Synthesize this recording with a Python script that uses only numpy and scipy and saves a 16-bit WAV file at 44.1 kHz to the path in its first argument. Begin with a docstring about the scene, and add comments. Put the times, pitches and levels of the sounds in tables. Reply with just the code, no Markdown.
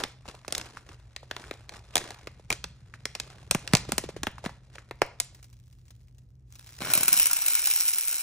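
"""Wax beads from pouch to pot

Close up, hands tear the strip off a stiff plastic pouch and pull its mouth open: the film rubs,
buckles and snaps, and the zip pops apart. The wax beads inside slide as the pouch tilts, then pour
into a ringing steel pot, sounding thinner as they cover its bottom.
A small room with a low hum answers every snap."""
import sys
import numpy as np
from scipy import signal
from scipy.fft import rfft, irfft, next_fast_len
from scipy.io import wavfile
from scipy.ndimage import uniform_filter1d

SR = 44100
rng = np.random.default_rng(int(sys.argv[2]) if len(sys.argv) > 2 else 0)


def master_out(mix):
    """Clip the mix to full scale and print it as 16-bit PCM to the path in sys.argv[1]."""
    frames = np.transpose(np.atleast_2d(mix))
    ceiling = np.clip(frames, -1, 1)
    pcm = np.round(ceiling * 32767).astype(np.int16)
    wavfile.write(sys.argv[1], SR, pcm)


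N = 362502
TIME = np.arange(N) / SR
BRIEF = TIME[:2048]  # time axis of one short event

# tone of film rubbing on film: freq_hz, gain_db
FILM_TONE = [(100, -2), (700, -4), (4500, -8.5), (10000, -16), (15000, -26.5)]


def amp(db):
    """Decibels to gain."""
    return 10 ** (np.asarray(db) / 20)


def unit_rms(x):
    """Scales to an rms of one."""
    return x / np.sqrt(np.mean(x ** 2) + 1e-20)


def burst(x):
    """Scales a short sound to the energy of 10 ms at an rms of one."""
    return unit_rms(x) * np.sqrt(SR / 100 / x.shape[-1])


def curve_at(points, hz):
    """Reads a curve on a log-frequency axis."""
    freqs, values = np.transpose(points)
    return np.interp(np.log(hz + 1), np.log(freqs + 1), values)


def fader(points):
    """Gain over time from a dB curve; silent before it and from 40 ms after it."""
    s, db = np.transpose(points)
    return amp(np.interp(TIME, s, db)) * (TIME >= s[0]) * (TIME <= s[-1] + .04)


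def add(mix, start_s, sound):
    """Mixes a sound into both channels."""
    part = mix[:, max(round(start_s * SR), 0):][:, :sound.shape[1]]
    part += sound[:, :part.shape[1]]


def colour(x, tone, size=2048):
    """Minimum-phase EQ with the given curve and unit power gain."""
    log_gain = np.log(amp(curve_at(tone, abs(np.fft.fftfreq(size, 1 / SR)))))
    taps = np.fft.ifft(np.exp(signal.hilbert(log_gain).conj())).real[:size // 2]
    return signal.oaconvolve(x, taps[None] / np.linalg.norm(taps), axes=1)[:, :x.shape[1]]


def lumps(depth_db, size):
    """A gain that swells and sags at random over about size samples."""
    wander = signal.oaconvolve(rng.standard_normal(N), np.hanning(size), "same")
    return unit_rms(amp(depth_db * unit_rms(wander)))


def puff(decay_s):
    """One contact: stereo noise that starts at once and dies away."""
    return rng.standard_normal((2, len(BRIEF))) * np.exp(-BRIEF / decay_s)


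def grains(per_s, spread_db, decay_s, bed):
    """Random contacts of uneven size, each a dying puff, over a bed of finer ones; rms near one."""
    sizes = amp(spread_db * np.minimum(rng.exponential(1, N), 4))
    contacts = sizes * (rng.random(N) < per_s / SR)
    power = signal.lfilter([1], [1, -np.exp(-2 / (decay_s * SR))], contacts ** 2)
    power = power / power.mean() + bed
    power /= uniform_filter1d(power, size=3500)
    return np.sqrt(power) * rng.standard_normal((2, N))


def bend(hz, cycles, glide):
    """A bending wave in the film: the highs arrive first, so the pitch falls through hz."""
    age = BRIEF * hz / cycles
    turns = np.cumsum(hz * (0.65 + glide * np.exp(-age / 2))) / SR
    return burst(age ** 2 * np.exp(-age) * np.sin(2 * np.pi * (turns + rng.random())))


def disperse(x, crossing_s=0.0020814):
    """Wave speed goes as the root of frequency, so clicks chirp down; crossing_s holds at 1 kHz."""
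    hz = np.fft.rfftfreq(x.shape[1], 1 / SR)
    turns = crossing_s * (2 * np.sqrt(1000 * hz) - hz * np.sqrt(1000 / hz[-1]))
    return irfft(rfft(x) * np.exp(-2j * np.pi * turns))


def hum(hum_hz=122.2, waver_hz=4):
    """Low room rumble and a wavering hum, both fading under the pour."""
    # tone of the rumble: freq_hz, gain_db
    rumble_tone = [(20, -23.5), (55, 9), (125, 1), (150, -5.5), (290, -17), (1000, -38.5), (1900, -43),
                   (15000, -54)]
    # background fade: time_s, gain_db
    fade = [(6.85, 1.5), (8.2, -23)]
    rumble = unit_rms(colour(rng.standard_normal((2, N)), rumble_tone, size=16384))
    drift = unit_rms(uniform_filter1d(rng.standard_normal(N), size=5000))
    drone = np.sqrt(2) * np.sin(2 * np.pi * np.cumsum(hum_hz + waver_hz * drift) / SR)
    return amp(np.interp(TIME, *np.transpose(fade))) * (amp(-56.5) * rumble + amp(-59) * drone)


def room(x, predelay_s=0.003):
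    """The small room's diffuse tail, in which each band dies at its own speed."""
    # reverb time: freq_hz, t60_s
    ring_times = [(300, 0.35), (4000, 0.36), (9000, 0.27), (15000, 0.06)]
    hz, t, bands = signal.stft(rng.standard_normal((2, SR * 3 // 4)), SR, nperseg=256)
    decay = amp(-60 * t / curve_at(ring_times, hz)[:, None])
    tail = signal.istft(bands * decay, SR, nperseg=256)[1]
    tail *= np.clip((np.arange(tail.shape[1]) / SR - predelay_s) / 0.0011, 0, 1)
    tail = signal.sosfilt(signal.butter(1, 700, "high", fs=SR, output="sos"), tail)
    return signal.fftconvolve(x, tail / np.linalg.norm(tail[0]), axes=1)[:, :N]


def flex(band_hz=(45, 170)):
    """Hands flex the whole pouch, and its walls give soft, lumpy pushes of air."""
    # strength of the flexing: time_s, level_db
    flexing = [(2.3, -57.5), (2.6, -52.5), (3.3, -61), (3.9, -42.5), (4.6, -57)]
    band = signal.butter(4, band_hz, "band", fs=SR, output="sos")
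    pushes = grains(per_s=12, spread_db=-1.5, decay_s=0.011, bed=0.067)
    return fader(flexing) * unit_rms(signal.sosfilt(band, pushes))


def slide():
    """Beads shift and tick against each other as the pouch tilts."""
    # the shifting mass: time_s, level_db
    shifting = [(5.33, -66.5), (6.1, -71.5), (6.45, -84.5), (6.52, -56.5), (6.76, -50.5)]
    # single beads that stand out: start_s, level_db
    single_ticks = [(5.347, -51), (5.428, -50), (5.443, -52.5), (5.529, -56.5), (5.727, -60),
                    (5.881, -58.5), (5.906, -51.5), (6.183, -59), (6.555, -48.5), (6.674, -52.5)]
    # tone of bead on bead: freq_hz, gain_db
    bead_tone = [(500, -7), (6000, -1.5), (11000, -7), (15000, -2.5)]
    ticks = fader(shifting) * grains(per_s=120, spread_db=3.6, decay_s=.001, bed=.2)
    for start_s, db in single_ticks:
        add(ticks, start_s, amp(db) * burst(puff(decay_s=0.0057)))
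    return colour(ticks, bead_tone)


def pulling(hold_db=-67.5, tilt_s=5.4, rise_share=0.34, ends_db=-21):
    """How hard the film rubs: pulls swell and relax over a faint holding rub that ends at the tilt."""
    # fingers pull or shift their grip: peak_s, level_db, length_s
    pulls = [(0.005, -36, 0.13), (0.294, -45, 0.17), (0.575, -42, 0.35), (0.897, -50, 0.16),
             (1.42, -47, 0.42), (1.741, -42.5, 0.12), (2.016, -41, 0.37), (2.518, -32, 0.039),
             (3.29, -52.5, 0.75), (3.743, -48.5, 1), (4.455, -41, 0.089), (4.752, -50, 0.14)]
    power = amp(hold_db) ** 2 * (TIME < tilt_s)
    for peak_s, db, length_s in pulls:
        offset = (TIME - peak_s) / length_s
        from_peak = np.maximum(-offset / rise_share, offset / (1 - rise_share))
        power += amp(db + ends_db * from_peak ** 0.87) ** 2
    return np.sqrt(power)


def rustle(low_hz=400, high_hz=2300, pitches=16, kinks_per_s=260, kink_db=-5):
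    """Film rubs on film, and tiny kinks each send off a hollow bending wave."""
    kinks = np.zeros(N)
    for hz in np.geomspace(low_hz, high_hz, pitches):
        sizes = amp(3 * np.minimum(rng.exponential(1, N), 3))
        triggers = sizes * (rng.random(N) < kinks_per_s / pitches / SR)
        kinks += signal.oaconvolve(triggers, bend(hz, cycles=0.72, glide=0.64))[:N] / hz ** 0.25
    friction = lumps(2, size=1300) * grains(per_s=200, spread_db=3.5, decay_s=.0024, bed=.25)
    return pulling() * (colour(friction, FILM_TONE) + amp(kink_db) * unit_rms(kinks))


def hollow_kinks(scrape_db=-6):
    """The clearest kinks pop without a crack: one falling wave and a brief scrape of film."""
    # hollow pops: start_s, level_db, pitch_hz
    kinks = [(0.255, -49, 820), (0.344, -52, 575), (0.448, -47.5, 1180), (0.771, -40.5, 1260),
             (1.23, -49, 583), (1.44, -46.5, 1580), (2.396, -53, 507), (2.939, -44, 1600), (3.89, -34, 350),
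             (3.927, -32, 190.1), (4.038, -34.5, 380), (4.089, -36.5, 420), (4.164, -37.5, 400),
             (4.382, -43.5, 1040), (4.441, -37.5, 556), (4.493, -43.5, 903), (4.783, -44, 1630)]
    out = np.zeros((2, N))
    for start_s, db, hz in kinks:
        scrape = burst(colour(puff(decay_s=0.01), FILM_TONE))
        wave = bend(hz, cycles=0.53, glide=1.42)
        add(out, start_s, amp(db) * (wave + amp(scrape_db) * scrape))
    return out


def zip_seal(decay_s=0.002):
    """The zip parts, each pop ringing one short note."""
    # pops of the seal: start_s, level_db, pitch_hz
    pops = [(2.505, -25, 2354), (2.527, -32, 2440)]
    out = np.zeros((2, N))
    for start_s, db, hz in pops:
        note = np.exp(-BRIEF / decay_s) * np.sin(2 * np.pi * hz * BRIEF)
        add(out, start_s, amp(db) * burst(note)[None])
    return out


def buckle_gains(extent, focus_db=31.5):
    """Splits a snap's power: a small buckle mostly cracks, a middling one creases, a large one flaps."""
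    distance = extent - np.array([0, .5, 1])
    gains = amp(np.array([0, -5.5, 0]) - focus_db * distance ** 2)
    return gains / np.linalg.norm(gains)


def snaps(crack_rise_s=0.0003, crack_decay_s=0.0022, crease_decay_s=0.006, shiver_decay_s=0.011):
    """The film gives way in splinters with a crack; slower bending waves follow and the wall flaps."""
    # buckles: start_s, level_db, extent (0 a tiny crease, 1 the whole wall), corner_hz (crack roll-off)
    buckles = [(0.037, -25.5, 0.38, 5300), (0.48, -34.5, 0.43, 7500), (0.524, -27.5, 0.19, 8400),
               (0.55, -28.5, 0.025, 7330), (0.58, -30.5, 0.05, 10200), (0.613, -37.5, 0.31, 5500),
               (1.163, -36.5, 0.064, 4600), (1.312, -32.5, 0.32, 4080), (1.365, -35.5, 0.39, 3850),
               (1.511, -34, 0.52, 3800), (1.693, -40, 0.27, 5630), (1.9555, -19, 0.24, 10500),
               (1.9676, -23.5, 0.42, 7500), (1.9792, -26.5, 0.2, 8150), (2.106, -37.5, 0.47, 6500),
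               (2.272, -36.5, 0.52, 4500), (2.503, -26, 0.39, 13000), (2.526, -27.5, 0.071, 8000),
               (2.6411, -31.5, 0.27, 5800), (3.0546, -28.5, 0.21, 6430), (3.1512, -32, 0.3, 5860),
               (3.1995, -29.5, 0.045, 6920), (3.5108, -18, 0.15, 9240), (3.5482, -22, 0.55, 11110),
               (3.676, -32.5, 0.073, 5880), (3.735, -16.5, 0.49, 8270), (3.7356, -18, 0.88, 5920),
               (3.7511, -16.5, 0.2, 6930), (3.769, -30, 0.12, 7230), (3.92, -24, 0.38, 10630),
               (3.981, -21.5, 0.25, 10200), (4.2327, -27.5, 0.46, 9050), (4.269, -25.5, 0.51, 2924),
               (4.461, -28, 0.65, 3410), (4.9104, -34.5, 0.65, 3200), (5.018, -15.5, 0.68, 4820),
               (5.201, -22, 0.071, 9650)]
    # tone of a crack: multiple_of_corner, gain_db
    crack_tone = [(0.07, -25.5), (0.28, -2), (0.65, -1.5), (1, -2.5), (1.5, -11), (2.998, -23.5)]
    # tone of a crease: freq_hz, gain_db
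    crease_tone = [(200, -3), (650, 1.5), (1200, -1), (2100, -2.5), (4500, -21.5)]
    # the wall flaps lower while it is slack: time_s, pitch_hz
    wall_pitch = [(3.1, 400), (3.55, 164), (3.78, 147), (4.05, 299), (4.46, 200), (4.9, 433)]
    shiver = amp(-25) * np.exp(-BRIEF / shiver_decay_s)
    crack_shape = (1 - np.exp(-BRIEF / crack_rise_s)) * (np.exp(-BRIEF / crack_decay_s) + shiver)
    crease_shape = np.exp(-BRIEF / crease_decay_s) + shiver
    click = burst(signal.unit_impulse(len(BRIEF))[None])
    roughness = lumps(4, size=60)
    out = np.zeros((2, N))
    for start_s, db, extent, corner_hz in buckles:
        noise = rng.standard_normal((2, 2, len(BRIEF)))
        crack_noise, crease_noise = noise * roughness[rng.integers(N - len(BRIEF)):][:len(BRIEF)]
        splinters = burst(crack_noise * crack_shape) + amp(-3) * disperse(click)
        crack = burst(colour(splinters, np.array(crack_tone) * [corner_hz, 1]))
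        wrinkles = click + amp(-4) * burst(crease_noise * crease_shape)
        chirp = burst(disperse(colour(wrinkles, crease_tone)))
        wave_hz = 3020 / 2 ** (1.51 * extent)  # larger buckles sound lower
        crease = burst(chirp + amp(-7) * bend(wave_hz, cycles=0.25, glide=2.57))
        flap = bend(np.interp(start_s, *np.transpose(wall_pitch)), cycles=0.36, glide=1.767)
        crack_gain, crease_gain, flap_gain = amp(db) * buckle_gains(extent)
        add(out, start_s, crack_gain * crack + crease_gain * crease + flap_gain * flap)
    return out


def pot_ring(clicks):
    """The steel's resonances ring on top of each click, more or less by the spot that is struck."""
    # resonances of the pot: pitch_hz, width_hz, gain_db (against the plain click)
    modes = [(1440, 150, 2.5), (2220, 59, 4.5), (2425, 250, -3.5), (2935, 190, -2.5), (4020, 300, -3.5),
             (5520, 240, 4), (9350, 360, -3.5)]
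    out = clicks.copy()
    for hz, width_hz, db in modes:
        spot = lumps(4, size=1200)
        out += amp(db) * signal.lfilter(*signal.iirpeak(hz, hz / width_hz, SR), spot * clicks)
    return out


def drumming(start_s=6.793, rise_s=0.035, level_db=-35.5, fade_db_per_s=15.5):
    """How hard the pot's bottom drums: a quick rise, then a steady fade under the growing pile."""
    age = np.maximum(TIME - start_s, 0)
    return np.minimum(age / rise_s, 1) * amp(level_db - fade_db_per_s * age)


def pour(clack_db=-5.5, knock_db=3, pile_start_s=6.85, cover_time_s=0.78):
    """Beads land in clumps and bounce; the pot's bottom sounds thinner as they pile up on it."""
    # flow of beads into the pot: time_s, level_db
    flow = [(6.8, -44.5), (6.94, -29.5), (7.11, -30.5), (7.22, -19.5), (7.285, -33.5), (7.44, -30.5),
            (7.5, -28), (7.88, -23.5), (7.94, -28.5), (8.2, -30.5)]
    # clumps that strike the steel hardest: start_s, strength_db
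    clumps = [(6.902, -24), (6.936, -10.5), (6.952, -14), (6.976, -15), (7.009, -18.5), (7.032, -14.5),
              (7.0809, -11), (7.088, -17.5), (7.108, -37), (7.129, -10), (7.14, -17), (7.174, -15),
              (7.198, -12.5), (7.257, -13.5), (7.268, -16), (7.312, -17), (7.332, -15.5), (7.367, -17.5),
              (7.419, -19.5), (7.463, -17), (7.482, -13.5), (7.505, -23), (7.552, -13.5), (7.592, -21.5),
              (7.673, -16), (7.712, -15), (7.761, -17), (7.959, -28), (7.984, -16.5), (8.1, -28),
              (8.128, -21.5)]
    # tone of the bright patter: freq_hz, gain_db
    patter_tone = [(200, -26.5), (900, -22), (1900, -21.5), (2600, -12), (3400, -16), (7000, -9),
                   (14500, -2.5)]
    # tone of the bare bottom: freq_hz, gain_db
    drum_tone = [(45, -17), (150, 2.5), (300, -1), (1000, -5), (5000, -12), (15000, -16.5)]
    stream = fader(flow) * lumps(1.8, size=700)
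    landings = stream * grains(per_s=330, spread_db=2.4, decay_s=.0012, bed=.06)
    knocks = grains(per_s=130, spread_db=2.2, decay_s=.002, bed=.08)
    for start_s, db in clumps:
        clump = burst(puff(decay_s=0.0036))
        add(landings, start_s, amp(db + clack_db) * clump)
        add(knocks, start_s, amp(knock_db) * clump)
    drum = colour(drumming() * knocks, drum_tone)
    # the weight of the pile damps the lowest notes first
    covered = np.clip((TIME - pile_start_s) / cover_time_s, 0, 1)
    thin = signal.sosfilt(signal.butter(2, 850, "high", fs=SR, output="sos"), drum)
    return pot_ring(colour(landings, patter_tone) + (1 - covered) ** 2 * drum + covered * thin)


def scene():
    """The pouch and the pot, close by, in the humming room."""
    pouch = snaps() + hollow_kinks() + rustle() + slide()
    beads = pour()
    room_send = amp(-17) * pouch + amp(-7.5) * beads
    return pouch + zip_seal() + flex() + beads + room(room_send) + hum()


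def record(dry, ring_hz=14400, ring_width_hz=1500, ring_db=6.5, cutoff_hz=15800):
    """Two ringing mic ports hear the bass alike, the treble out of phase; then clipping and a low-pass."""
    # stereo image of the ports: freq_hz, likeness (0 to 1), left_lead_rad
    port_image = [(1640, 0.79, 0.11), (2400, 0.6, 0.23), (3000, 0.9, 1.7), (4090, 0.79, 1.1),
                  (4880, 0.2, 3.4), (5420, 0.7, 6.74), (9370, 0.96, 8.32), (14800, 0.98, 9.5)]
    port_hz, likeness, lead_rad = np.transpose(port_image)
    size = next_fast_len(N + 4096)
    hz = np.fft.rfftfreq(size, 1 / SR)
    port_ring = amp(ring_db * np.exp(-((hz - ring_hz) / ring_width_hz) ** 2))
    left, other = rfft(dry, size) * port_ring
    alike = curve_at(np.c_[port_hz, likeness], hz)
    apart = np.sqrt(1 - alike ** 2) * np.clip(hz / 450, .4, 1)
    lead = curve_at(np.c_[port_hz, lead_rad], hz) * np.minimum(hz / port_hz[0], 1)
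    right = (np.sqrt(1 - apart ** 2) * left + apart * 1j * other) * np.exp(-1j * lead)
    clipped = np.clip(irfft(np.array([left, right]), size)[:, :N], -1, 1)
    lowpass = signal.firwin(301, cutoff_hz, window=("kaiser", 8), fs=SR)
    return signal.oaconvolve(clipped, lowpass[None], "same", axes=1)


dry = scene()
out = record(dry)
master_out(out)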